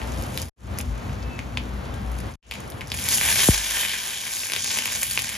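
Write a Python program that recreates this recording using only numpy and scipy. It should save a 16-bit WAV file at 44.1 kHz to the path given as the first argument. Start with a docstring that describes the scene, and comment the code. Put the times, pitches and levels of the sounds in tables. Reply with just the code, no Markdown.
"""Spices fry in a small iron pan over a gas flame: hiss and random clicks, coloured by the pan, that roar up
when wet leaves are pressed into the oil. Spits are short decaying rings with a bright snap and a low thud.
Under them the kitchen gives a low hum of uneven level and bands of noise; faint sine tones swell, and air puffs once.
A phone with two ports listens close by, a wall behind the stove; three takes are joined by two cuts, each a short
fade-out, a silent gap and a slower fade-in."""
import sys
import numpy as np
from scipy import signal
from scipy.fft import rfft, irfft, next_fast_len
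from scipy.io import wavfile
from scipy.ndimage import uniform_filter1d

SR = 44100
rng = np.random.default_rng(int(sys.argv[2]) if len(sys.argv) > 2 else 0)


def waveform_to_disk(signal):
    """Save audio, clipped to [-1, 1], as 16-bit WAV at the path in sys.argv[1]."""
    frames = np.transpose(np.atleast_2d(signal))
    scaled = np.clip(frames, -1, 1) * 32767
    samples = np.round(scaled).astype(np.int16)
    wavfile.write(sys.argv[1], SR, samples)


N = 236808
SIZE = next_fast_len(N + SR // 2)  # room for the wash to ring out
HZ = np.maximum(np.arange(SIZE // 2 + 1) * SR / SIZE, 1)


def undb(db):
    """Decibels to amplitude."""
    return 10 ** (np.asarray(db) / 20)


def unit(x):
    """The same sound at an RMS level of 1."""
    return x / np.sqrt(np.mean(x ** 2))


def curves(rows):
    """Columns of (seconds, ..) rows as per-sample lines."""
    seconds, *columns = np.transpose(rows)
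    return [np.interp(np.arange(N) / SR, seconds, column) for column in columns]


def over_hz(table):
    """A (Hz, value) table on the frequency axis, joined along log frequency."""
    hz, value = np.transpose(table)
    return np.interp(np.log(HZ), np.log(np.maximum(hz, 1)), value)


def shape(x, response):
    """Filter a sound by a frequency response."""
    return irfft(rfft(x, SIZE) * response, SIZE)[..., :N]


def walk(rate):
    """A random wander: normal draws, `rate` a second, held and smoothed twice; spread about 0.6."""
    hold = int(SR / rate)
    steps = np.repeat(rng.standard_normal(N // hold + 1), hold)
    return 0.82 * uniform_filter1d(uniform_filter1d(steps, hold), hold)[:N]


# Phase between the phone's two ports. Each row: frequency in Hz, lead of the left in radians.
PORT_LEAD = [(0, 0), (1120, -0.1), (1380, 0.9), (1980, 0.3), (3360, 0.9), (4480, 0.5), (4820, 1.3),
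             (6800, -1.1), (7670, -3.0), (8870, -3.3), (10400, -6.0), (12900, -6.4), (13900, -9.4),
             (16300, -9.4)]
# Balance of the two ports. Each row: frequency in Hz, left minus right in dB.
PORT_BALANCE = [(60, 1.5), (110, 2.0), (200, 1.0), (380, 0.5), (700, 2.5), (1290, 1.5), (2380, 1.5),
                (4400, 3.0), (8120, 0.5), (15000, 0.0)]


def ports(same, other, likeness):
    """Left and right share one sound, up to the ports' phase and balance, plus a part that differs."""
    alike = over_hz(likeness)
    half = np.exp(.5j * over_hz(PORT_LEAD)) * undb(over_hz(PORT_BALANCE) / 2)
    common = rfft(same, SIZE) * np.sqrt((1 + alike) / 2)
    differing = rfft(other, SIZE) * np.sqrt((1 - alike) / 2)
    return irfft(np.array([(common + differing) * half, (common - differing) / half]), SIZE)[:, :N]


def crackles(per_s, spread_db):
    """Bursting bubbles: clicks at random, a few much larger than the rest."""
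    burst, size, sign = rng.random((3, N))
    sizes = undb(-spread_db * np.log(np.maximum(size, .04)))
    return unit((burst < per_s / SR) * sizes * np.sign(sign - .5))


def scattered(x, ms):
    """The same sound after dense random bounces in the pan, dying by 1/e in `ms`."""
    t = np.arange(SR // 50) / SR
    bounces = rng.standard_normal(len(t)) * np.exp(-t * 1000 / ms)
    return signal.fftconvolve(x, bounces / np.linalg.norm(bounces))[:N]


# Patches of the sizzle. Centres of the overlapping bands in Hz.
PATCH_HZ = (1200, 2200, 3200, 4600, 6500)
# Body of the sizzle against its treble. Each row: time in seconds, gain of the low bands in dB.
BODY = [(0, -1), (2.9, 1), (3.1, -4), (3.17, -1.5), (3.25, 4), (3.41, 0), (3.47, 1), (3.53, -1),
        (3.65, 3.5), (3.85, 4), (3.95, 3.5), (4.3, -0.5), (4.45, -4.5), (4.56, 3.5), (4.66, -7),
        (4.8, -1.5), (4.95, -1), (5.1, 2.5), (5.2, 2.5), (5.37, 0)]
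BODY_TOP_HZ = 3500  # bands centred below this follow the body
PATCH_DB, PATCH_PER_S = 2.5, 14  # dB for each unit of the wander, and its new draws a second


def patchy(x):
    """Bands of a sound, each surging by itself; the low ones also follow the body."""
    out, body_db = 0, curves(BODY)[0]
    for hz, row in zip(PATCH_HZ, np.eye(len(PATCH_HZ))):
        db = PATCH_DB * walk(PATCH_PER_S) + body_db * (hz < BODY_TOP_HZ)
        band = shape(x, over_hz(list(zip(PATCH_HZ, row))))
        out = out + band * undb(db)
    return out


# The oil in the pan. Each row: time in seconds, sizzle level in dB, level of the fine high spray in dB.
FRY = [(0, -47, -49), (.3, -48, -46), (.36, -44.5, -42), (.4, -40.5, -40), (.45, -44.5, -38),
       (.5, -45, -46.5), (.7, -53, -60), (1.3, -54, -66), (2.05, -55.5, -57.5), (2.3, -51.5, -48.5),
       (2.56, -44, -54), (2.62, -48, -52), (2.72, -60, -55), (2.88, -52, -59), (2.95, -36.5, -36.5),
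       (3.05, -30.5, -32), (3.14, -22, -23), (3.17, -28, -26), (3.21, -28.5, -27.5), (3.3, -22.5, -23.5),
       (3.36, -24.5, -25), (3.4, -20, -25.5), (3.435, -19.5, -22), (3.445, -24.5, -26), (3.48, -23, -20),
       (3.53, -22, -25), (3.62, -30, -32.5), (3.7, -29, -29), (3.8, -27, -25), (3.87, -31, -31.5),
       (3.93, -30.5, -31), (3.97, -32.5, -31), (4.1, -32, -32), (4.2, -31.5, -34.5), (4.3, -32, -35.5),
       (4.38, -31, -32), (4.43, -28.5, -32), (4.48, -31.5, -33.5), (4.55, -33, -31.5), (4.66, -28, -34),
       (4.78, -28.5, -33.5), (4.9, -32, -34), (4.96, -28.5, -30.5), (5.0, -33.5, -29.5), (5.06, -34, -29),
       (5.14, -33, -30), (5.22, -34.5, -29.5), (5.28, -32.5, -35), (5.33, -33, -33.5), (5.37, -32, -36)]
# Colour of the sizzle. Each row: frequency in Hz, relative level in dB.
SIZZLE_COLOUR = [(150, -36), (400, -18.5), (1000, -6.5), (1330, -13), (1560, 1), (2100, -2.5), (2300, 2),
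                 (2700, -4.5), (3100, 3), (3800, -0.5), (4100, -3), (7000, 2), (9000, -1), (12000, -46.5)]
# Colour of the fine spray. Each row: frequency in Hz, relative level in dB.
SPRAY_COLOUR = [(5000, -30), (7500, -2), (9000, 0), (11000, -3), (13200, -9), (15500, -4), (16000, -6)]
# Lone crackles carry more when the oil is quiet. Each row: sizzle level in dB, share of power from 0 to 1.
CRACKLE_SHARE = [(-51, 0.45), (-38.5, 0.44), (-22.5, .2)]
FLURRY_MS = 3.9  # 1/e fade of a flurry's power
# fizz after a spit: sizzle against the spit, spray against its bright edge, 1/e fade of the power
AFTERFIZZ_DB, AFTERFIZZ_SPRAY_DB, AFTERFIZZ_MS = -26, -10.5, 4.8


def fading(x, ms):
    """Let each impulse die away by 1/e in `ms`."""
    return signal.lfilter([1], [1, -np.exp(-1000 / (ms * SR))], x)


def frying():
    """Dense hiss of tiny bubbles and lone crackles, coloured by the pan; a second row for what differs at the ports."""
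    db, spray_db = curves(FRY)
    share = np.interp(db, *np.transpose(CRACKLE_SHARE))
    # each spit in the table leaves the oil fizzing
    after = np.zeros((2, N))
    for s, spit_db, _, edge_db in SPITS:
        after[:, int(s * SR)] = undb([spit_db + AFTERFIZZ_DB, spit_db + edge_db + AFTERFIZZ_SPRAY_DB])
    after = fading(after ** 2, AFTERFIZZ_MS)
    burst = crackles(1200, spread_db=6.0)
    # sparse random bursts each swell hiss and crackles alike: a brief flurry
    flurry = fading(crackles(170, spread_db=3.5) ** 2, FLURRY_MS)
    surge = unit(np.sqrt(1 + 0.23 * flurry / np.mean(flurry)) * undb(0.63 * walk(40)))
    burst = surge * np.array([burst, scattered(burst, ms=0.64)])
    out = 0
    for colour, gain_db, fizz in zip((SIZZLE_COLOUR, SPRAY_COLOUR), (db, spray_db), after):
        hiss = surge * rng.standard_normal((2, N))
        drive = np.sqrt(1 - share) * hiss + np.sqrt(share) * burst
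        coloured = unit(patchy(shape(drive, undb(over_hz(colour)))))
        out = out + np.sqrt(undb(gain_db) ** 2 + fizz) * coloured
    return out


# Low hum. Each row: time in seconds, level in dB.
HUM = [(0, -31), (.07, -31), (.19, -29.5), (.24, -44), (.48, -37.5), (.66, -29), (.7, -32.5), (.76, -46.5),
       (.9, -22.5), (.94, -30), (1.0, -40.5), (1.1, -33), (1.17, -36), (1.25, -25.5), (1.3, -47),
       (1.49, -36), (1.54, -33.5), (1.62, -34), (1.75, -28.5), (1.82, -42), (1.93, -31.5), (1.97, -39),
       (2.06, -25), (2.17, -29.5), (2.33, -38.5), (2.5, -34), (2.59, -59), (2.71, -41), (2.75, -58),
       (2.83, -42), (2.89, -46), (2.97, -38), (3.05, -53), (3.3, -38.5), (3.36, -62), (3.6, -49),
       (3.75, -50), (4.28, -66), (4.71, -59), (5.08, -50), (5.37, -55)]
# Kitchen around the stove. Each row: time in seconds, rumble level in dB, mid-band hush level in dB.
KITCHEN = [(0, -34, -36), (.45, -33, -36.5), (.75, -31.5, -38), (.9, -35.5, -40), (1.04, -33.5, -38),
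           (1.4, -34, -38.5), (1.7, -35, -38.5), (2.0, -34.5, -36.5), (2.33, -35, -38.5),
           (2.56, -40, -40.5), (2.96, -37, -41), (3.4, -39, -44), (3.6, -48, -51.5), (4.2, -59.5, -46),
           (4.5, -50, -57), (4.7, -47, -49), (5.37, -44, -51)]
# Drone. Each row: time in seconds, level in dB.
DRONE = [(0, -42), (2.3, -43), (2.5, -48.5), (3.4, -45.5), (3.6, -55), (4.55, -59.5), (4.68, -46.5),
         (5.37, -51.5)]
# Colours of rumble, drone and hush. Each row: frequency in Hz, relative level in dB.
RUMBLE_COLOUR = [(30, -38), (50, -11), (70, -0.5), (81, 6), (95, 1.5), (115, 1), (135, -1), (170, -16),
                 (300, -13), (450, -49)]
DRONE_COLOUR = [(150, -28.5), (185, -10), (200, 2.5), (220, -13.5), (245, 0.5), (270, -28), (330, -46)]
HUSH_COLOUR = [(150, -0.5), (300, -4), (500, -2.5), (1100, -7), (2200, -14.5), (4000, -23.5), (7000, -35),
               (12000, -64)]
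# The kitchen at the two ports. Each row: frequency in Hz, likeness from 0 to 1.
FAR_LIKENESS = [(60, 0.94), (180, 0.89), (330, 0.6), (450, 0.017), (2000, 0.05), (4000, 0.91)]
HUM_HZ, HUM_WAVER_HZ = 59.5, 3.3  # pitch, and its shift for each unit of the wander


def kitchen():
    """Flame and house: a low sine hum that wanders in pitch and level; wavering noise bands for rumble, drone, hush."""
    hum = np.sqrt(2) * np.sin(2 * np.pi * np.cumsum(HUM_HZ + HUM_WAVER_HZ * walk(13)) / SR)
    out = undb(curves(HUM)[0]) * np.array([hum, hum])
    rumble_db, hush_db = curves(KITCHEN)
    levels_db = rumble_db, curves(DRONE)[0], hush_db
    colours = RUMBLE_COLOUR, DRONE_COLOUR, HUSH_COLOUR
    for colour, db, waver_db in zip(colours, levels_db, (2.0, 3.5, 2.2)):
        pair = shape(rng.standard_normal((2, N)), undb(over_hz(colour)))
        out = out + undb(db + waver_db * walk(12)) * unit(pair)
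    return ports(*out, FAR_LIKENESS)


# Faint tones near the pan. Each row: start in seconds, end in seconds, level in dB, pitch in Hz.
TONES = [(-.04, 0.115, -45.5, 877), (0.153, 0.262, -47, 534), (.3, 0.442, -44, 517),
         (1.198, 1.415, -50.5, 2620), (1.917, 2.055, -53, 1600), (1.93, 2.03, -50, 800),
         (2.027, 2.17, -50, 756)]
# for each unit of the wander: relative pitch shift and level change; then the ramp at either end
TONE_WAVER, TONE_FLUTTER_DB, TONE_SWELL_S = .004, 3, .03


def whistle():
    """Faint, slightly wavering sine tones that swell and fade."""
    t, out = np.arange(N) / SR, 0
    for start, end, db, hz in TONES:
        ramp = np.clip(np.minimum(t - start, end - t) / TONE_SWELL_S, 0, 1)
        swell = ramp * undb(db + TONE_FLUTTER_DB * walk(40.36))
        phase = 2 * np.pi * np.cumsum(hz * (1 + TONE_WAVER * walk(40))) / SR
        out = out + swell * np.sqrt(2) * np.sin(phase)
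    return out


# small spits: rate, level over the sizzle and its scatter, pitch range, bright edge
SMALL_PER_S, SMALL_DB, SMALL_SCATTER_DB, SMALL_HZ, SMALL_EDGE_DB = 240, 5, 1.7, (2100, 7000), -13


def small_spits():
    """Rows like the table of spits, drawn at random, their level following the sizzle."""
    when, size, pitch = rng.random((int(SMALL_PER_S * N / SR), 3)).T
    sizzle_db = curves(FRY)[0][(when * N).astype(int)]
    db = sizzle_db + SMALL_DB - SMALL_SCATTER_DB * np.log(np.maximum(size, .05))
    low, high = SMALL_HZ
    pitches = low * (high / low) ** pitch
    return [(s, d, hz, SMALL_EDGE_DB) for s, d, hz in zip(when * N / SR, db, pitches)]


# Spits from the pan, before its colour.
# Each row: time in seconds, level in dB, pitch in Hz, bright edge against that level in dB.
SPITS = [(0.0166, -17.5, 2260, -18), (0.1213, -22.5, 6900, -22), (.1374, -35, 5000, -10),
         (.213, -37, 2320, -3), (0.224, -28, 5060, -0.5), (0.237, -20, 6950, -18), (0.3755, -12, 3410, -9),
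         (.3545, -30, 4000, -8), (0.392, -30, 3300, -4), (0.399, -30, 3300, 0), (0.418, -27, 4250, 8),
         (0.4247, -18, 5900, -23), (0.4846, -24, 5030, -2.5), (.776, -22, 6140, -25),
         (0.7865, -21, 2280, 4), (0.8037, -19.5, 2670, -21), (.811, -19, 6940, -7),
         (1.095, -28.5, 2270, -23), (1.228, -26, 5040, -27), (1.3911, -15.5, 2330, -20),
         (1.5728, -8.5, 2800, -25), (1.766, -39, 2080, -20), (1.94, -29.5, 3220, -9),
         (2.1164, -34.5, 2260, 3), (2.1658, -39, 2230, 1), (2.1881, -33, 2470, 2), (2.203, -35, 2030, 3.5),
         (2.339, -23, 6340, -13), (2.4277, -8.5, 2780, -26), (2.512, -7.5, 3010, -15),
         (2.521, -11.5, 2560, -14), (2.5385, -17, 3140, -9), (2.554, -18, 2470, -11),
         (2.604, -30.5, 6800, 0), (2.678, -38, 6500, 2), (2.7015, -34.5, 5500, 7),
         (2.7207, -29.5, 3650, -12), (2.809, -21, 2650, -17), (2.8156, -19, 2210, -26),
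         (2.8728, -28, 6450, -5), (2.9016, -20, 5100, -20), (2.918, -7.5, 3620, -17),
         (2.9417, -17.5, 2540, -5), (2.974, -15.5, 6400, -17), (2.988, -16.5, 3000, -12),
         (2.996, -19.5, 5200, -5), (3.0435, -23, 2410, 1.5), (3.0537, -18, 2380, -12),
         (3.088, -10, 3720, -3), (3.114, -13, 3330, -7), (3.125, -16, 4030, -15), (3.1367, -24, 3030, -14),
         (3.146, -16.5, 3030, 4), (3.183, -12.5, 3040, -6), (3.2034, -15, 2930, -12),
         (3.2124, -8, 2230, -7), (3.2879, -10, 2310, -15), (3.3256, -8.5, 2850, -13),
         (3.3576, -11, 2400, -15), (3.388, -14, 4030, -10), (3.443, -12, 3180, 2), (3.638, -17, 3500, -8),
         (3.661, -17, 3400, -8), (3.692, -16, 3400, -9), (3.7054, -15, 5300, -15),
         (3.7702, -12.5, 2280, -14), (3.778, -19, 3000, -12), (3.79, -17, 4870, -12),
         (3.798, -19, 3000, -12), (3.809, -23, 3540, -11), (3.832, -13, 2240, -20),
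         (3.8505, -11.5, 2260, -12), (3.9363, -15.5, 2100, -11), (4.2666, -17.5, 2370, -9),
         (4.2782, -21, 2280, -12), (4.4993, -16, 2520, -14), (4.5202, -10, 2980, -9),
         (4.5353, -7.5, 3070, -10.5), (4.5517, -16, 3500, -14), (4.563, -9, 3100, -8.5),
         (4.571, -19, 3000, -13), (4.644, -16, 3540, -4), (4.68, -25, 2200, -12), (4.705, -13.5, 3440, -22),
         (4.7203, -19, 2450, -21), (4.768, -18, 2320, -20), (4.7728, -12.5, 2420, -3),
         (4.7874, -9, 2680, -8), (4.8225, -16, 2800, -16), (4.8567, -11.5, 2590, -5),
         (4.8776, -12, 2710, -12), (4.9014, -15, 3060, -17), (4.923, -17, 2310, -3), (4.968, -21, 3000, -7),
         (5.026, -17, 2320, -6), (5.0315, -11.5, 2460, 0.5), (5.0337, -23, 6500, 0), (5.111, -12, 4500, -6),
         (5.133, -28.5, 3000, 9), (5.1752, -5.5, 2630, -33), (5.1917, -9.5, 3080, -9.5),
         (5.2029, -31, 3000, -8), (5.22, -20, 2220, 5), (5.244, -20, 2180, -5), (5.2928, -20.5, 2530, 0),
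         (5.3422, -16, 6440, -23), (5.353, -19, 2420, -19)]
LINGER_DB, LINGER_MS = -19, 7  # faint sputter around the pitch, its 1/e fade
TICK_DB, TICK_MS, TICK_TOP_HZ = -8, .25, 7000  # broad opening tick: level, centre, upper edge
THUD_DB = -13  # low thud, under the spit's level
EARLY_MS, EARLY_DB = (.35, .9), -14  # a weak snap: least and most lead on the strong one, level against it


def spits():
    """Each drop of water bursts: a cycle or two at its pitch that rings out, a bright snap that fizzes out, a low thud."""
    out, t, rows = np.zeros(N + 2048), np.arange(1024) / SR, SPITS + small_spits()
    treble = signal.butter(2, 4500, "high", fs=SR, output="sos")
    fizz = signal.sosfilt(treble, rng.standard_normal((len(rows), 1024)))
    grains = unit(uniform_filter1d(rng.standard_normal((len(rows), 1024)), size=40))
    leads_ms = rng.uniform(*EARLY_MS, len(rows))
    for (s, db, hz, edge_db), hiss, grain, early_ms in zip(rows, fizz, grains, leads_ms):
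        rise = t * hz / 0.5  # half a cycle to the envelope's peak
        linger = undb(LINGER_DB) * np.minimum(rise, 1) * np.exp(-t * 1000 / LINGER_MS)
        linger = linger * grain * np.cos(t / t[-1] * np.pi / 2)  # closes to silence
        ring = (rise * np.exp(1 - rise) + linger) * np.sin(2 * np.pi * hz * t)
        edge = undb(edge_db) * hiss * (2.8 * np.exp(-t / 0.00023) + .5 * np.exp(-t / 0.0003))
        tick = np.sinc((t - TICK_MS / 1000) * 2 * TICK_TOP_HZ) * (t < 2 * TICK_MS / 1000)
        edge = edge - undb(TICK_DB) * tick
        thud = undb(THUD_DB) * np.exp(-t / 0.00015)
        for at, gain_db in ((s, db), (s - early_ms / 1000, db + EARLY_DB)):
            i = max(int(at * SR), 0)
            out[i:i + 1024] += undb(gain_db) * (ring + edge + thud)
    return out[:N]


TAIL_T60_S = 0.19  # time to fall 60 dB


def tail(x, db):
    """Tiles and pan give back a short wash of decaying noise, other in each ear, duller above 5 kHz."""
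    t = np.arange(SR // 2) / SR
    wash = rng.standard_normal((2, len(t))) * 1000 ** (-t / TAIL_T60_S) * np.minimum(t / 0.0011, 1)
    dull = np.minimum(5000 / HZ, 1) ** 3
    return undb(db) * shape(x, rfft(wash / np.linalg.norm(wash[0]), SIZE) * dull)


# Cuts between three joined takes. Each row: end of one take in seconds, start of the next in seconds.
CUTS = [(0.495, 0.56), (2.356, 2.4205)]
FADE_OUT_S, FADE_OUT_DB, FADE_IN_S, FADE_IN_BEND = 0.062, -10, 0.17, 1.48  # bend: power of the ramp


def cuts():
    """Gain over the joins: a short fade-out, a silent gap, a slower fade-in."""
    t, gain = np.arange(N) / SR, 1
    for end, start in CUTS:
        going = (t < end) * undb(FADE_OUT_DB * np.clip(1 - (end - t) / FADE_OUT_S, 0, 1))
        coming = np.clip((t - start) / FADE_IN_S, 0, 1) ** FADE_IN_BEND
        gain = gain * (going + coming)
    return gain


# A puff of air on the phone, ahead of its filters. 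One row: time in seconds, peak in dB, corner frequency in Hz.
PUFF = (3.4858, 2.5, 254)
# The air settles after it. One row: pitch in Hz, starting level in dB, time to fall 60 dB in seconds.
PUFF_RING = (51, -25, 0.74)


def puff():
    """One short suck of air, a negative pulse, and a deep decaying wobble after it."""
    s, db, top_hz = PUFF
    ring_hz, ring_db, t60 = PUFF_RING
    t = np.maximum(np.arange(N) / SR - s, 0)
    ring = undb(ring_db) * 1000 ** (-t / t60) * np.sin(2 * np.pi * ring_hz * t)
    rise = 2 * np.pi * top_hz * t
    return ring - undb(db) * rise * np.exp(1 - rise)


# The pan's colour on a spit. Each row: frequency in Hz, gain in dB.
PAN_COLOUR = [(300, 2), (900, 2.5), (1350, -5), (1700, -1.5), (3600, -2), (4200, -3.5), (5000, 2.5),
              (5600, -0.5), (6400, -0.5), (7500, 1.5), (12000, -3.5)]
# Near sounds at the two ports. Each row: frequency in Hz, likeness from 0 to 1.
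NEAR_LIKENESS = [(100, .97), (500, .65), (1000, .85), (2500, .92), (5000, .72), (7000, .8), (7700, .995),
                 (8900, .995), (9600, .75), (10600, .99), (12800, .99), (13400, .6), (14000, .995)]
WALL_MS, WALL_DB = 9.9, -14  # the wall's echo: delay, level
SPIT_TAIL_DB, FRY_TAIL_DB = -5, -31  # wash against its source, before it is dulled


def scene():
    """The pan close to the phone, with its wall echo and wash, over the kitchen."""
    # the wall behind the stove returns the frying and the spits once, without their top
    wall = 1 + undb(WALL_DB) * np.exp(-2j * np.pi * HZ * WALL_MS / 1000) / (1 + (HZ / 6000) ** 4)
    fry = shape(frying(), wall) + whistle()
    spit = shape(spits(), wall * undb(over_hz(PAN_COLOUR)))
    direct = ports(spit + puff(), 0 * spit, [(100, 1), (1000, 1)])  # fully alike at both ports
    washes = tail(spit, SPIT_TAIL_DB) + tail(fry[0], FRY_TAIL_DB)
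    return ports(*fry, NEAR_LIKENESS) + direct + washes + kitchen()


TOP_HZ = 16000  # almost nothing is left above this


def record(dry, turns=1.11, low_hz=3.2, high_hz=4000):
    """The phone's filters let the lows come late, so a push turns into a falling chirp; then the cuts and band limits."""
    late = np.exp(-2j * np.pi * turns * np.log((1 + HZ / low_hz) / (1 + HZ / high_hz)))
    no_subs = 1 / (1 + (36 / HZ) ** 4)
    wet = shape(dry, late * no_subs) * cuts()
    wet = signal.sosfilt(signal.butter(2, 20, "high", fs=SR, output="sos"), wet)
    return signal.sosfilt(signal.ellip(12, .2, 100, TOP_HZ, fs=SR, output="sos"), wet)


dry = scene()
out = record(dry)
waveform_to_disk(out)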